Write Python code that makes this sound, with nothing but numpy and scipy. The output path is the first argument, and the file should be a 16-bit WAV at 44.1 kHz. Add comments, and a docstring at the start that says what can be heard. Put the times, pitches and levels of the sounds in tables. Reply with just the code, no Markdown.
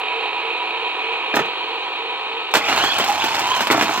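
"""Two battery toy cars whirr in place on a plastic track, close by; their gear clatter repeats with
each wheel turn. A hand sets the dark car down and its tyres rub. The start gate snaps and both race
off: the motors labour and recover, the gears whine, the wheels rattle over the track and its joints,
and the cars clatter into plastic parts. A small, dry room."""
import sys
import numpy as np
from scipy import signal
from scipy.fft import rfft, irfft
from scipy.io import wavfile
from scipy.ndimage import uniform_filter1d, map_coordinates

SR = 44100
rng = np.random.default_rng(int(sys.argv[2]) if len(sys.argv) > 2 else 0)


def unload_wav(signal):
    """Save mono or channel-first audio to the path in sys.argv[1] as 16-bit WAV at rate SR, clipped to [-1, 1]."""
    wavfile.write(
        sys.argv[1],
        SR,
        np.round(np.clip(np.atleast_2d(signal).T, -1, 1) * 32767).astype(np.int16),
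    )


N = 176400
T = np.arange(N) / SR
LAUNCH_S = 2.54


def amp(db):
    """Decibels to gain."""
    return 10 ** (np.asarray(db) / 20)


def unit(x):
    """Scale to rms 1."""
    return x / np.sqrt(np.mean(x ** 2))


def curve(rows):
    """Join (time [s], value) points by straight lines."""
    return np.interp(T, *np.array(rows).T)


def colour(x, points, size=4096):
    """Minimum-phase filter through (frequency [Hz], gain [dB]) points."""
    hz, db = np.array(points, float).T
    gain = amp(np.interp(np.log(np.fft.rfftfreq(size, 1 / SR) + 1), np.log(hz), db))
    cepstrum = irfft(np.log(gain))[:size // 2]
    cepstrum[1:] *= 2
    return signal.fftconvolve(x, irfft(np.exp(rfft(cepstrum, size))))[:len(x)]


def drift(rate_hz):
    """Smooth random drift, rms 1."""
    hold = int(SR / rate_hz)
    steps = np.repeat(rng.standard_normal(N // hold + 1), hold)
    return unit(uniform_filter1d(steps, hold)[:N])


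def clicks(times_s, sizes):
    """Impulses shared between neighbouring samples."""
    keep = (times_s > 0) & (times_s < T[-2])
    part, whole = np.modf(times_s[keep] * SR)
    whole = whole.astype(int)
    return np.bincount(whole, sizes[keep] * (1 - part), N) + np.bincount(whole + 1, sizes[keep] * part, N)


def gear(turns, teeth, scatter_db, slop, fresh):
    """Uneven teeth click in the same pattern every turn; `fresh` varies each click's size."""
    size, offset = rng.standard_normal((teeth, 2)).T
    tooth = np.arange(-teeth, int(turns[-1] + 1) * teeth)
    times_s = np.interp((tooth + slop * offset[tooth % teeth]) / teeth, turns, T)
    sizes = amp(scatter_db * size[tooth % teeth]) * (1 + fresh * rng.standard_normal(len(tooth)))
    out = clicks(times_s, sizes)
    return out - out.mean()


def speed(rows):
    """Relative speed: 1 (free running) until launch, then the given curve."""
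    return curve([(LAUNCH_S, 1)] + list(rows))


def motor_tones(turns, rows, flutter_db=2.5):
    """Thin, fluttering tones on whole multiples of a motor's speed."""
    out = 0
    for multiple, db in rows:
        flutter = amp(flutter_db * drift(30))
        out += amp(db) * unit(flutter * np.sin(2 * np.pi * (multiple * turns + rng.random())))
    return out


# shell rasp within the dark car's mix (time [s], level [dB])
RASP_DB = [(0, -30.5), (1.35, -29.5), (1.6, -31.5), (2.5, -32), (3.1, -24)]


def shell_rasp(turns, wobble, ring_hz=2483, width_hz=280):
    """Catching teeth ring the dark car's shell in a pulsing rasp."""
    catches = gear(turns, teeth=90, scatter_db=1, slop=.3, fresh=.3) * (1 + .099 * wobble)
    shell = signal.iirpeak(ring_hz, ring_hz / width_hz, fs=SR)
    ring = signal.lfilter(*shell, signal.lfilter(*shell, catches))
    return amp(curve(RASP_DB)) * unit(ring)


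# speed after launch (time [s], speed [x free running])
DARK_SPEED_RATIO = [(2.62, 1.02), (2.75, 1.08), (2.87, 1.15), (2.96, 1.15), (3.03, 1.32), (3.12, 1.05),
                    (3.55, 1.29), (3.72, 1.15), (4, 1)]
# motor hum (frequency [x motor speed], level [dB])
DARK_HUM_DB = [(7, -55.5), (8, -48), (10, -53), (12, -44.5), (17, -48.5)]
# body response (frequency [Hz], gain [dB])
DARK_BODY_DB = [(60, -39), (180, -36), (280, -21), (440, -2), (570, -14), (800, -2.5), (1100, -7),
                (1450, -14), (2100, -12), (2500, -8.5), (2950, -13.5), (3300, -10), (4200, -18.5),
                (5200, -52), (8000, -41.5), (10500, -58)]
# whole car (time [s], gain [dB])
DARK_GAIN_DB = [(0, 1.5), (1.35, 2), (1.6, 1), (2.5, -0.5), (2.85, -1.5), (3.1, -11), (4, -6.5)]


def dark_car(wheel_hz=3.213, motor_hz=43.1, mesh_hz=438):
    """Gear clatter, mesh tone and rasp wobble once a wheel turn over the motor's hum."""
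    wobble = np.cos(2 * np.pi * wheel_hz * (T - .17))
    pace = speed(DARK_SPEED_RATIO)
    run_s = np.cumsum(pace * (1 + .0403 * wobble)) / SR
    turns = wheel_hz * run_s
    pinion = 1 + .45 * np.cos(2 * np.pi * 18 * turns)
    teeth = gear(turns, teeth=420, scatter_db=1.5, slop=.697, fresh=.34) * pinion
    clatter = amp(-30) * unit(colour(teeth, DARK_BODY_DB))
    swell = (1 + .93 * wobble) * amp(1.7 * drift(40))
    mesh = amp(-39) * unit(swell * np.sin(2 * np.pi * mesh_hz * run_s))
    rasp = shell_rasp(turns, wobble)
    hum = motor_tones(motor_hz * np.cumsum(pace) / SR, DARK_HUM_DB)
    return amp(curve(DARK_GAIN_DB)) * (clatter + mesh + rasp + hum)


# silver car's main gear note (time [s], level [dB])
GEAR_NOTE_DB = [(0, -29.5), (2.5, -33), (2.9, -39.5), (3.02, -24.5), (3.13, -21.5), (3.21, -27.5),
                (3.36, -27), (3.53, -21), (3.62, -23), (3.69, -27.5), (3.87, -31), (3.97, -26)]


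def gear_note(motor_turns, shaft_rad, bumps, teeth=24):
    """Meshing teeth sing one note; it throbs with the shaft and roughens on bumps."""
    throb = 1 + .2 * np.cos(shaft_rad) + .4 * np.cos(2 * shaft_rad) + .45 * np.cos(4 * shaft_rad)
    rough = 7 * bumps * (drift(220) + 1j * drift(220))
    note = (throb + rough) * np.exp(2j * np.pi * teeth * motor_turns)
    return amp(curve(GEAR_NOTE_DB)) * unit(note.real)


# speed after launch (time [s], speed [x free running])
SILVER_SPEED_RATIO = [(2.68, 0.76), (3.0, 0.78), (3.14, 0.85), (3.3, 0.93), (3.52, 1.033), (3.68, 0.99),
                      (3.76, 0.94), (3.97, 1.03)]
# body response (frequency [Hz], gain [dB])
SILVER_BODY_DB = [(60, -33.5), (180, -28.5), (330, -16.5), (480, -6), (590, -25), (780, -4.5), (1000, -2.5),
                  (1450, -17.5), (2100, -11.5), (2500, -4), (3100, -5.5), (3500, -21), (4200, -14),
                  (5200, -41), (7500, -40), (10500, -60.5)]
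# gear tones (frequency [x motor speed], level [dB])
SILVER_TONES_DB = [(19, -44), (20, -41.5), (22, -41), (26, -46), (32, -43), (68, -52), (76, -44), (77, -43),
                   (80, -48), (82, -56), (91, -44), (93, -42), (98, -54)]
# whirr, without the main note (time [s], gain [dB])
SILVER_WHIRR_DB = [(0, 0.68), (1.4, 0.4), (2.5, 0.66), (2.9, -0.53), (3.12, 0.038), (3.28, 1), (3.53, 1),
                   (3.68, -2.21), (4, -2.9)]


def silver_car(wheel_hz=2.0, motor_hz=40.7):
    """Motor buzz, axle clatter, thin gear tones and one throbbing note; rolling shakes their speed."""
    bumps = amp(curve(ROLL_DB))
    shake = 1 + (.00024 + .1642 * bumps) * drift(90)
    run_s = np.cumsum(speed(SILVER_SPEED_RATIO) * shake) / SR
    motor_turns, wheel_turns = motor_hz * run_s, wheel_hz * run_s
    buzz = colour(gear(motor_turns, teeth=32, scatter_db=3, slop=.5, fresh=.4), SILVER_BODY_DB)
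    axle = colour(gear(wheel_turns, teeth=600, scatter_db=4, slop=.73, fresh=.45), SILVER_BODY_DB)
    whirr = amp(-32) * unit(buzz) + amp(-33) * unit(axle) + motor_tones(motor_turns, SILVER_TONES_DB)
    shaft_rad = 2 * np.pi * 2 * (wheel_turns - wheel_hz * .12)  # two turns per wheel turn
    return amp(curve(SILVER_WHIRR_DB)) * whirr + gear_note(motor_turns, shaft_rad, bumps)


# blows on plastic (time [s], level [dB], bass [dB], treble [dB], chatter decay [ms])
BLOWS = [(1.34, -24, 9, -4, 7.5), (1.351, -24, 6, 1, 4), (1.357, -23, 7, 14, 3),
         (1.367, -17.5, 4.5, 2, 7.2), (1.392, -15.5, 5, -5.5, 11), (1.454, -29, 8.5, -6, 4.8),
         (2.513, -36, -1, 5, 3.6), (2.539, -8, -7, 2, 2.8), (2.55, -10.5, -14, 1, 4.6),
         (2.555, -8.5, -5, 2, 4.6), (2.568, -17.5, 10, 10, 15), (2.686, -16.5, -11, 0, 3.3),
         (2.728, -15.5, -2, -9, 2.55), (2.778, -16.5, -18, 1.5, 1.7), (2.839, -15.5, 0, 1.5, 8.8),
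         (2.985, -21.5, -3, 13.5, 2.1), (2.998, -17, 9, -11, 10), (3.043, -21, -8, 8, 2.4),
         (3.099, -25, -4, 7, 5.3), (3.241, -16.5, 2.5, 6, 1.8), (3.347, -20.5, -5, 6.5, 3.4),
         (3.382, -19.5, -8, -18, 5.9), (3.394, -22, -2, 12.5, 2.3), (3.519, -28, -9, 2, 1.14),
         (3.564, -25.5, 8, 12, 4.5), (3.607, -14, -1, 5, 25), (3.671, -17, -2, 4.5, 2.5),
         (3.702, -9.5, 2, -11, 6.6), (3.711, -11.5, 3.5, 3, 3.8), (3.718, -15.5, -3, 10, 7.1),
         (3.729, -19, -1, -9, 5.2), (3.811, -13, 0, -2, 3.5), (3.824, -16.5, 13, 6, 8),
         (3.976, -21, 10, 2.5, 9)]
# struck track response (frequency [Hz], gain [dB])
TRACK_KNOCK_DB = [(20, -52), (45, -55), (80, -28.5), (170, -11), (300, -1), (520, -2.5), (800, 1),
                  (1050, -0.5), (1400, -2.5), (1900, -2.5), (2800, -6), (4200, -10), (5500, -17.5),
                  (7500, -19), (9600, -31), (13000, -30), (16000, -36.5)]


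def knocks(bass_hz=350, treble_hz=4660, ring_s=.028, size=4410):
    """Each blow is a click, a burst of chatter and a short ring of the plastic track."""
    t, out = T[:size], np.zeros(N + size)
    click = unit(1. * (t == 0))
    dull = signal.butter(2, 3500, fs=SR, output="sos")
    for start_s, db, bass_db, treble_db, decay_ms in BLOWS:
        chatter, ring = rng.standard_normal((2, size))
        chatter = unit(chatter * abs(chatter) * np.exp(-t * 1000 / decay_ms))
        ring = unit(signal.sosfilt(dull, ring) * np.exp(-t / ring_s))
        blow = unit(click + 1.21 * chatter + amp(-5.5) * ring)
        shelves = [(bass_hz / 2, bass_db), (bass_hz * 2, 0),
                   (treble_hz / 2, 0), (treble_hz * 2, treble_db)]
        at = int(start_s * SR)
        out[at:at + size] += amp(db) * colour(blow, shelves)
    return colour(out[:N], TRACK_KNOCK_DB)


# drops onto the tyres (time [s], level [dB], panel pitch [Hz], decay [ms])
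DROPS = [(1.341, -3.5, 1665, 3), (1.3653, -6.5, 1200, 2.6), (1.37, -1.5, 837, 3.6), (1.384, -13, 1240, 4),
         (1.396, -8.5, 894, 5.3), (1.404, -11, 421, 4.1), (3.731, -9, 980, 3), (3.7465, 0.5, 770, 2.6),
         (3.7787, -1, 770, 2.1), (3.812, -6.5, 1670, 3), (3.826, -8.5, 780, 4.5), (3.893, -5.5, 903, 2.63)]
# struck panel modes (frequency [x pitch], level [dB])
PANEL_MODES_DB = [(.4, -13.5), (0.999, -2), (1.45, -6.5), (2.2, -11)]
# hollow track modes (frequency [Hz], level [dB])
HOLLOW_MODES_DB = [(140, -20), (320, -17), (412, -21.5), (692, -16), (863, -26), (1130, -24), (1335, -18)]


def clunks(attack_s=.00039, hollow_t60_s=.11, low_cut_hz=208, size=8820):
    """A car drops on its tyres: the panel under it gives a few cycles, and the hollow track rings on."""
    t, out = T[:size], np.zeros(N + size)
    hollow_fade = np.exp(-np.log(1000) * t / hollow_t60_s)
    for start_s, level_db, pitch_hz, decay_ms in DROPS:
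        push = (1 - np.exp(-t / attack_s)) * np.exp(-t * 1000 / decay_ms)
        panel = sum(amp(db) * np.sin(2 * np.pi * k * pitch_hz * t) for k, db in PANEL_MODES_DB)
        hollow = sum(amp(db) * np.sin(2 * np.pi * hz * (1 + .017 * rng.standard_normal()) * t)
                     for hz, db in HOLLOW_MODES_DB)
        at = int(start_s * SR)
        out[at:at + size] -= amp(level_db) * (panel * push + hollow * hollow_fade)
    return signal.sosfilt(signal.butter(3, low_cut_hz, "high", fs=SR, output="sos"), out[:N])


# tyre rub (time [s], level [dB])
RUB_DB = [(1.35, -80), (1.45, -38.5), (1.7, -43), (1.92, -42), (2.1, -49), (2.5, -44), (2.7, -68)]
# rub spectrum (frequency [Hz], gain [dB])
RUB_SPECTRUM_DB = [(1500, -50), (2200, 4.5), (2600, -6), (3000, 7.5), (3400, -5), (3900, 11), (4250, 9.5),
                   (4400, 18.5), (4600, -6), (4900, -25.5), (8000, -26), (12000, -36)]


def tyre_rub():
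    """The dark car's spinning tyres slip on the plastic in tiny, dense catches."""
    catches = rng.standard_normal(N) * amp(2.4 * drift(250))
    return amp(curve(RUB_DB)) * unit(colour(catches, RUB_SPECTRUM_DB))


# one squeak at the gate, then the race (time [s], pitch [Hz], level [dB])
WHINE_PATH = [(1.79, 3030, -85), (1.815, 3000, -45), (1.835, 3040, -38), (1.87, 2950, -73),
              (2.54, 2350, -80), (2.6, 2355, -36), (2.66, 2589, -27.5), (2.76, 2790, -30),
              (2.82, 3046, -23.5), (2.867, 3250, -25.5), (2.9, 3255, -28), (2.957, 2901, -29),
              (3.021, 3150, -27), (3.081, 2900, -37.5), (3.151, 3000, -60), (3.209, 3243, -28),
              (3.32, 2900, -39), (3.417, 2823, -37), (3.488, 3050, -33), (3.537, 3260, -28.5),
              (3.589, 2990, -34), (3.7, 2890, -51), (3.88, 3150, -40), (4, 3030, -55)]
# whine partials (frequency [x pitch], level [dB])
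WHINE_PARTIALS_DB = [(0.519, -4), (0.998, 5.5), (1.322, -5), (2.052, -19)]
# broad scrape while the tyres slip, clearer ring as they grip (time [s], scatter [x pitch])
WHINE_SCATTER = [(2.5, .02), (2.6, .09), (2.8, .07), (2.87, .025), (2.95, .08), (3.3, .08), (3.47, .025),
                 (3.6, .03)]


def load_whine(squeals_per_s=22):
    """Gears whine roughly under load; slipping tyres break the whine into short rising squeals."""
    path = np.array(WHINE_PATH)
    pitch_hz, level_db = curve(path[:, [0, 1]]), curve(path[:, [0, 2]])
    out = 0
    for multiple, db in WHINE_PARTIALS_DB:
        squeals = np.cumsum(squeals_per_s * (1 + .3 * drift(20))) / SR
        bend = 1.6 * signal.sawtooth(2 * np.pi * squeals) + .75 * drift(900)
        cycles = multiple * np.cumsum(pitch_hz * (1 + curve(WHINE_SCATTER) * bend)) / SR
        out += amp(db) * unit(amp(3.3 * drift(260)) * np.sin(2 * np.pi * cycles))
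    return amp(level_db) * out


# rolling rattle; also shakes the silver car (time [s], level [dB])
ROLL_DB = [(2.53, -50), (2.56, -38.5), (2.62, -30.5), (2.7, -20), (2.85, -20), (2.91, -24.5), (3.0, -20.5),
           (3.17, -23), (3.39, -22), (3.48, -24), (3.61, -23), (3.69, -31.5), (3.73, -20), (3.87, -21.5),
           (4, -23.5)]
# track response to the wheels (frequency [Hz], gain [dB])
TRACK_ROLL_DB = [(25, -57), (45, -33), (90, -14.5), (200, -13), (330, -6), (560, -10), (760, 4.5),
                 (1050, 1.5), (1350, -3), (2000, -5.5), (3100, -6.5), (4200, -10.5), (5500, -17.5),
                 (7500, -20.5), (9600, -32), (13000, -30), (16000, -45)]
# loose body parts (frequency [Hz], gain [dB])
TICK_SPECTRUM_DB = [(500, -23), (2000, -4), (4000, 1), (7000, 4), (9600, -12), (13000, -8.5), (16000, -12)]


def rolling(taps_per_s=900, ticks_per_s=130, scatter_db=3.5):
    """Wheels rumble on the hollow track in dense taps; loose body parts add crisp, separate ticks."""
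    def taps(per_s, response):
        when, size, sign = rng.random((int(per_s * T[-1]), 3)).T
        sizes = amp(scatter_db * np.minimum(-np.log(size), 3.5)) * np.sign(sign - .5)
        return unit(colour(clicks(when * T[-1], sizes), response))
    rattle = taps(taps_per_s, TRACK_ROLL_DB) + amp(-16.5) * taps(ticks_per_s, TICK_SPECTRUM_DB)
    return rattle * amp(curve(ROLL_DB)) * (T > ROLL_DB[0][0])


# reflections (frequency [Hz], gain [dB])
ECHO_DB = [(60, -21), (500, -16.5), (1000, -13.5), (2500, -9.5), (5000, -0.5), (10000, 2), (16000, 9)]


def echo(x, t60_s=.078, idle_hz=.15, race_hz=2.562, patterns=4, size=13230):
    """Short reflections from track, floor and walls; their pattern shifts faster once the cars race."""
    cycles = idle_hz * T + race_hz * np.maximum(T - LAUNCH_S, 0)
    out = 0
    for k in range(patterns):
        tail = rng.standard_normal(size) * np.exp(-np.log(1000) * T[:size] / t60_s)
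        share = np.maximum(np.cos(2 * np.pi * (cycles - k / patterns)), 0)
        out += signal.fftconvolve(x * share, tail / np.linalg.norm(tail))[:N]
    return colour(out, ECHO_DB)


# low room noise (frequency [Hz], gain [dB])
ROOM_NOISE_DB = [(20, -8), (40, -16), (60, 1), (90, -10.5), (200, -12), (1000, -38.5), (16000, -48)]
# shading of the left channel (frequency [Hz], gain [dB])
LEFT_SHADE_DB = [(60, 8), (200, -2), (500, -2.5), (1200, -2.5), (2500, -2), (4000, -1.5), (8000, -3.5),
                 (16000, -8)]


def scene(left_lag_ms=.067):
    """The cars are a little to the right, so the left channel is later and weaker."""
    direct = dark_car() + silver_car() + tyre_rub() + load_whine() + rolling() + knocks() + clunks()
    late = map_coordinates(direct, [(T - left_lag_ms / 1000) * SR], mode="nearest")
    room_noise = amp(-67.5) * unit(colour(rng.standard_normal(N), ROOM_NOISE_DB))
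    left = colour(late + echo(direct), LEFT_SHADE_DB)
    right = direct + echo(direct)
    return np.array([left, right]) + room_noise


def record(dry):
    """The recorder rounds the loudest peaks and cuts the deep bass and the top."""
    low_cut = signal.butter(2, 69, "high", fs=SR, output="sos")
    top_cut = signal.ellip(10, .2, 80, 16000, fs=SR, output="sos")
    return signal.sosfilt(top_cut, signal.sosfilt(low_cut, np.tanh(dry)))


dry = scene()
out = record(dry)
unload_wav(out)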